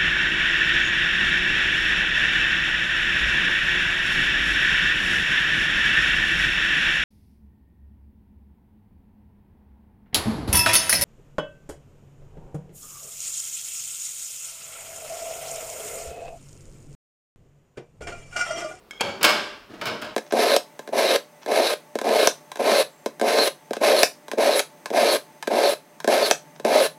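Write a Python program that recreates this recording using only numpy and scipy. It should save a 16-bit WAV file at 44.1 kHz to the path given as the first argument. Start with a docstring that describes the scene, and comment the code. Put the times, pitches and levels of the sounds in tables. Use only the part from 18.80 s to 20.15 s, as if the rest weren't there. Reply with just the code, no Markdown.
"""In a hard-walled workshop a hand-held steel saw blade is fitted onto the shaft of a table saw.
It ticks, scrapes and clinks on the shaft, rubs and clatters home against the other blades, then takes
a few lighter knocks. Impacts are decaying modes and shaped noise; slides are random slip pulses, filtered.
The fingers damp the loose blade; the blade stack and saw body ring on; a diffuse echo follows."""
import sys
import numpy as np
from scipy import signal
from scipy.fft import rfft, irfft, next_fast_len
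from scipy.io import wavfile

SR = 44100
rng = np.random.default_rng(int(sys.argv[2]) if len(sys.argv) > 2 else 0)


def waveform_to_disk(signal):
    """Save audio, clipped to [-1, 1], as 16-bit WAV at the path in sys.argv[1]."""
    frames = np.transpose(np.atleast_2d(signal))
    scaled = np.clip(frames, -1, 1) * 32767
    samples = np.round(scaled).astype(np.int16)
    wavfile.write(sys.argv[1], SR, samples)


N = 59535

# spectrum of the steel-on-steel crack: (frequency [Hz], relative level [dB])
CRACK_SPECTRUM = [(200, -36), (3000, -1.5), (7000, 0.5), (9000, -4), (12000, -3), (16000, -7)]


def amp(db):
    """Decibels to gain."""
    return 10 ** (np.asarray(db) / 20)


def unit(x):
    """Scale to rms 1."""
    return x / np.sqrt(np.mean(x ** 2) + 1e-20)


def along(points, hz):
    """Interpolate (Hz, value) points on a log frequency axis."""
    point_hz, values = np.transpose(points)
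    return np.interp(np.log(hz + 1), np.log(point_hz + 1), values)


def filtered(x, response):
    """Multiply the spectrum of x by a frequency response."""
    size = next_fast_len(N + SR // 2)
    hz = np.fft.rfftfreq(size, 1 / SR)
    return irfft(rfft(x, size) * response(hz), size)[:N]


def shaped(x, spectrum):
    """Colour x by a (Hz, dB) spectrum."""
    return filtered(x, lambda hz: amp(along(spectrum, hz)))


def noise(spectrum):
    """Coloured noise of rms 1."""
    return unit(shaped(rng.standard_normal(N), spectrum))


def rise(attack_s):
    """Exponential approach to 1 with time constant attack_s."""
    return 1 - np.exp(-np.arange(N) / SR / attack_s)


def fade(t60_s):
    """Exponential decay, -60 dB at t60_s."""
    return np.exp(-np.log(1000) * np.arange(N) / SR / t60_s)


def dying(x, t60_points):
    """Decay each frequency of x at its own rate, by short-time spectra."""
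    hz, t, spectra = signal.stft(x, SR, nperseg=256)
    decay = np.exp(-np.log(1000) * t / along(t60_points, hz)[:, None])
    return signal.istft(spectra * decay, SR, nperseg=256)[1][:N]


def add(track, start_s, sound):
    """Mix a sound into the track from start_s."""
    start = max(round(start_s * SR), 0)
    track[start:] += sound[:N - start]


def ring(modes):
    """Struck body: a sum of decaying sines, levels and signs scattered anew for each blow."""
    mode_scatter_db = 1.5
    t = np.arange(N) / SR
    out = np.zeros(N)
    for hz, db, t60_s in modes:
        sign = rng.choice([-1, 1])
        gain = amp(db + mode_scatter_db * rng.standard_normal())
        out += sign * gain * fade(t60_s) * np.sin(2 * np.pi * hz * t)
    return out


def slips():
    """Stick-slip: pulses of random size at random instants."""
    slips_per_s = 9000  # mean rate
    return rng.standard_normal(N) * (rng.random(N) < slips_per_s / SR)


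def resonant_slips(hz, width_hz):
    """Slips driving two identical causal resonances in series."""
    def response(f):
        one = 1j * f * width_hz / (hz * hz - f * f + 1j * f * width_hz)
        return one ** 2
    return filtered(slips(), response)


def stroke(x, start_s, length_s, edge_s):
    """Gate x to a slide with linear edges, at gate-weighted rms 1."""
    t = np.arange(N) / SR
    to_edge_s = np.minimum(t - start_s, start_s + length_s - t)
    gate = np.clip(to_edge_s / edge_s + .5, 0, 1)
    return x * gate * np.sqrt(np.sum(gate ** 2) / (np.sum((x * gate) ** 2) + 1e-20))


def in_room(x, wet_db):
    """Direct sound plus a diffuse workshop echo that builds up, then dies."""
    # echo decay: (frequency [Hz], T60 [s])
    room_t60 = [(100, 0.81), (500, 0.53), (2000, 0.66), (5000, 0.58), (9000, 0.54), (15000, 0.33)]
    # echo colour: (frequency [Hz], relative level [dB])
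    room_colour = [(100, -5), (600, -1), (2500, -6), (5000, -3.5), (9000, -9), (15000, -11)]
    tail = dying(rng.standard_normal(N), room_t60) * rise(attack_s=0.0076)
    tail = shaped(tail / np.linalg.norm(tail), room_colour)
    return x + amp(wet_db) * signal.fftconvolve(x, tail)[:N]


def workshop_air():
    """Steady workshop air: coloured noise, strongest in the bass."""
    # (frequency [Hz], relative level [dB])
    air_spectrum = [(15, -9), (28, 14.5), (70, -5.5), (134, -11), (427, -3.5), (800, -12), (1260, -14),
                    (1740, -20), (4500, -25.5), (7000, -33.5), (16000, -31.5)]
    return amp(-52) * noise(air_spectrum)


def clinks():
    """Loose blade touches the shaft: crack, shaft thud and short ring set by the striking point."""
    # touches: (time [s], struck at "rim" or "bore", ring [dB], thud [dB], crack [dB],
    #           crack cutoff [Hz], room [dB])
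    touches = [(0.1093, "rim", -30, -61.5, -38, 10300, -2), (0.2083, "bore", -23, -19.5, -27, 16000, -3.5),
               (0.2113, "bore", -16, -16, -47, 15000, -3.5)]
    # finger-damped blade modes: (frequency [Hz], level struck at rim [dB], at bore [dB], T60 [s])
    blade_modes = [(1560, -10, -12, .04), (1680, -9, -11, .04), (2195, -2, -6, .055), (2370, -22, -1, .03),
                   (3235, -5, -6, .055), (4000, -15, -20, .015), (4510, -24, -2, .028),
                   (5220, -9, -9, .035), (6350, -15, -17, .032), (6700, -30, -11, .028),
                   (7080, -24, -12, .025), (7890, -26, -18, .028), (10000, -28, -17, .02),
                   (11200, -21, -19, .018)]
    # shaft thud: (frequency [Hz], relative level [dB])
    thud_spectrum = [(60, -41), (150, -8.5), (330, -2.5), (510, 7.5), (660, -15), (790, 7.5), (950, -1),
                     (1600, -4.5), (1900, -18), (2350, -3.5), (2800, -1.5), (3600, -9), (6000, -21),
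                     (16000, -52)]
    thud_attack_s, thud_t60_s, crack_t60_s = 0.00048, 0.046, 0.03
    out = np.zeros(N)
    for start_s, point, ring_db, thud_db, crack_db, cutoff_hz, room_db in touches:
        modes = [(hz, rim_db if point == "rim" else bore_db, t60_s)
                 for hz, rim_db, bore_db, t60_s in blade_modes]
        thud = noise(thud_spectrum) * rise(thud_attack_s) * fade(thud_t60_s)
        crack = filtered(noise(CRACK_SPECTRUM), lambda hz: 1 / np.sqrt(1 + (hz / cutoff_hz) ** 10))
        crack *= fade(crack_t60_s)
        touch = amp(ring_db) * ring(modes) + amp(thud_db) * thud + amp(crack_db) * crack
        add(out, start_s, in_room(touch, room_db))
    return out


def scrapes():
    """Bore slides along the shaft: dense slips give grit and make one blade mode squeal."""
    # (start [s], length [s], grit [dB], squeal frequency [Hz], squeal [dB])
    slides = [(0.13, 0.012, -48, 3166, -48), (0.171, .012, -59, 3290, -47.5),
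              (0.201, 0.0066, -34, 2325, -30.5), (0.211, 0.102, -37, 2256, -43.5),
              (0.295, 0.065, -44.5, 2300, -50.5)]
    # grit: (frequency [Hz], relative level [dB])
    grit_spectrum = [(100, -17), (500, 1), (1100, 2), (1600, 7), (1900, -16), (2350, -11), (3250, 4.5),
                     (3800, -11), (4600, -12), (7000, -16), (10000, -44), (16000, -51)]
    squeal_width_hz, edge_s = 100, 0.0097  # width of each resonance
    out = np.zeros(N)
    for start_s, length_s, grit_db, squeal_hz, squeal_db in slides:
        grit = shaped(slips(), grit_spectrum)
        squeal = resonant_slips(squeal_hz, squeal_width_hz)
        out += amp(grit_db) * stroke(grit, start_s, length_s, edge_s)
        out += amp(squeal_db) * stroke(squeal, start_s, length_s, edge_s)
    return in_room(out, wet_db=-2)


def shifts():
    """Blade rubs against the stack: duller slips, with one low resonance groaning."""
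    # (start [s], length [s], rub [dB], groan frequency [Hz], groan [dB])
    rubs = [(0.233, 0.0763, -36, 564, -37.5), (0.339, 0.112, -46, 387, -45.5),
            (0.894, 0.17, -45.5, 627, -57), (0.934, 0.023, -43.5, 321, -47.5),
            (1.056, 0.108, -39, 479.5, -44), (1.195, 0.14, -50, 615, -45.5)]
    # rub: (frequency [Hz], relative level [dB])
    rub_spectrum = [(40, -16.5), (140, 3), (330, 2), (520, -5), (640, 0), (800, -7.5), (1200, -6.5),
                    (1500, -7), (2000, -11.5), (5000, -19), (8000, -32), (16000, -40)]
    groan_width_hz, edge_s = 16, 0.015  # width of each resonance
    out = np.zeros(N)
    for start_s, length_s, rub_db, groan_hz, groan_db in rubs:
        rub = shaped(slips(), rub_spectrum)
        groan = resonant_slips(groan_hz, groan_width_hz)
        out += amp(rub_db) * stroke(rub, start_s, length_s, edge_s)
        out += amp(groan_db) * stroke(groan, start_s, length_s, edge_s)
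    return in_room(out, wet_db=-3.5)


def knocks():
    """Blade strikes the stack: crack, dense body rattle and long stack ring; tilt sets brightness."""
    # (time [s], body [dB], ring [dB], crack [dB], body tilt [dB/octave], attack [s])
    blows = [(0.409, -24.5, -39.5, -64, -3, 0.0024), (.430, -21.5, -32.5, -14.5, 0, 0.0001),
             (.4418, -10, -24, -29, 1.03, 0.00026), (.4465, -18.5, -36.5, -17, 2.7, 0.0002),
             (.4505, -23.5, -27.5, -32, -0.8, 0.00032), (.489, -14.5, -33, -42, -0.5, 0.0022),
             (.498, -20.5, -36, -40, 0, 0.0025), (1.013, -25.5, -42.5, -41.5, -2, 0.00027),
             (1.036, -39.5, -47, -63, 1.5, 0.0015), (1.055, -28, -37, -33, 0.5, 0.0004),
             (1.068, -26, -51, -45, 0.5, 0.00078), (1.075, -25, -44.5, -51, -2.5, 0.00061),
             (1.216, -37, -60, -38, -1, 0.0012), (1.2215, -30.5, -45, -42.5, -2.5, 0.00025),
             (1.244, -35.5, -63, -47, 0, 0.0018)]
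    # modes of the blade stack on its shaft: (frequency [Hz], level [dB], T60 [s])
    stack_modes = [(394, -11, .65), (468, -11, .55), (601, 1, .5), (1105, -8, .4), (1278, 0, .42),
                   (1465, -9, .5), (1533, -6, .42), (1609, -7, .45), (2203, -2, .42), (2378, -7, .42),
                   (3007, -4, .45), (3653, -6, .45), (4503, -8, .42), (5130, -6, .38)]
    # saw body rattle: (frequency [Hz], relative level [dB])
    body_spectrum = [(50, -46), (130, -14), (280, -8.5), (390, -2.5), (510, -9), (610, 2), (720, -7),
                     (1080, 1.5), (1250, -4), (1500, 4), (1850, -6.5), (2300, -1), (3200, -3.5), (4200, -8),
                     (5200, -7.5), (6000, -16.5), (9000, -21.5), (16000, -24.5)]
    # saw body decay: (frequency [Hz], T60 [s])
    body_t60 = [(200, 0.18), (1500, 0.13), (5000, 0.11), (14000, 0.089)]
    tilt_pivot_hz, crack_t60_s = 1500, 0.042
    out = np.zeros(N)
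    for start_s, body_db, ring_db, crack_db, tilt_db, attack_s in blows:
        tilted = [(hz, db + tilt_db * np.log2(hz / tilt_pivot_hz)) for hz, db in body_spectrum]
        body = dying(noise(tilted), body_t60)
        crack = noise(CRACK_SPECTRUM) * fade(crack_t60_s)
        hit = rise(attack_s) * (amp(body_db) * body + amp(crack_db) * crack)
        stack = amp(ring_db) * rise(attack_s) * ring(stack_modes)
        add(out, start_s, in_room(hit, wet_db=1.5) + stack)  # stack ring stays dry
    return out


def scene():
    """Blade work over the quiet air of the workshop."""
    return (workshop_air() + clinks() + scrapes() + shifts() + knocks())[None]


def record(dry):
    """Small microphone: gentle bass cut and a very steep top band limit."""
    low_hz, top_hz = 79, 15880
    highpass = signal.butter(2, low_hz, "highpass", fs=SR, output="sos")
    thin = signal.sosfilt(highpass, dry[0])
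    return filtered(thin, lambda hz: 1 / np.sqrt(1 + (hz / top_hz) ** 200))[None]


dry = scene()
out = record(dry)
waveform_to_disk(out)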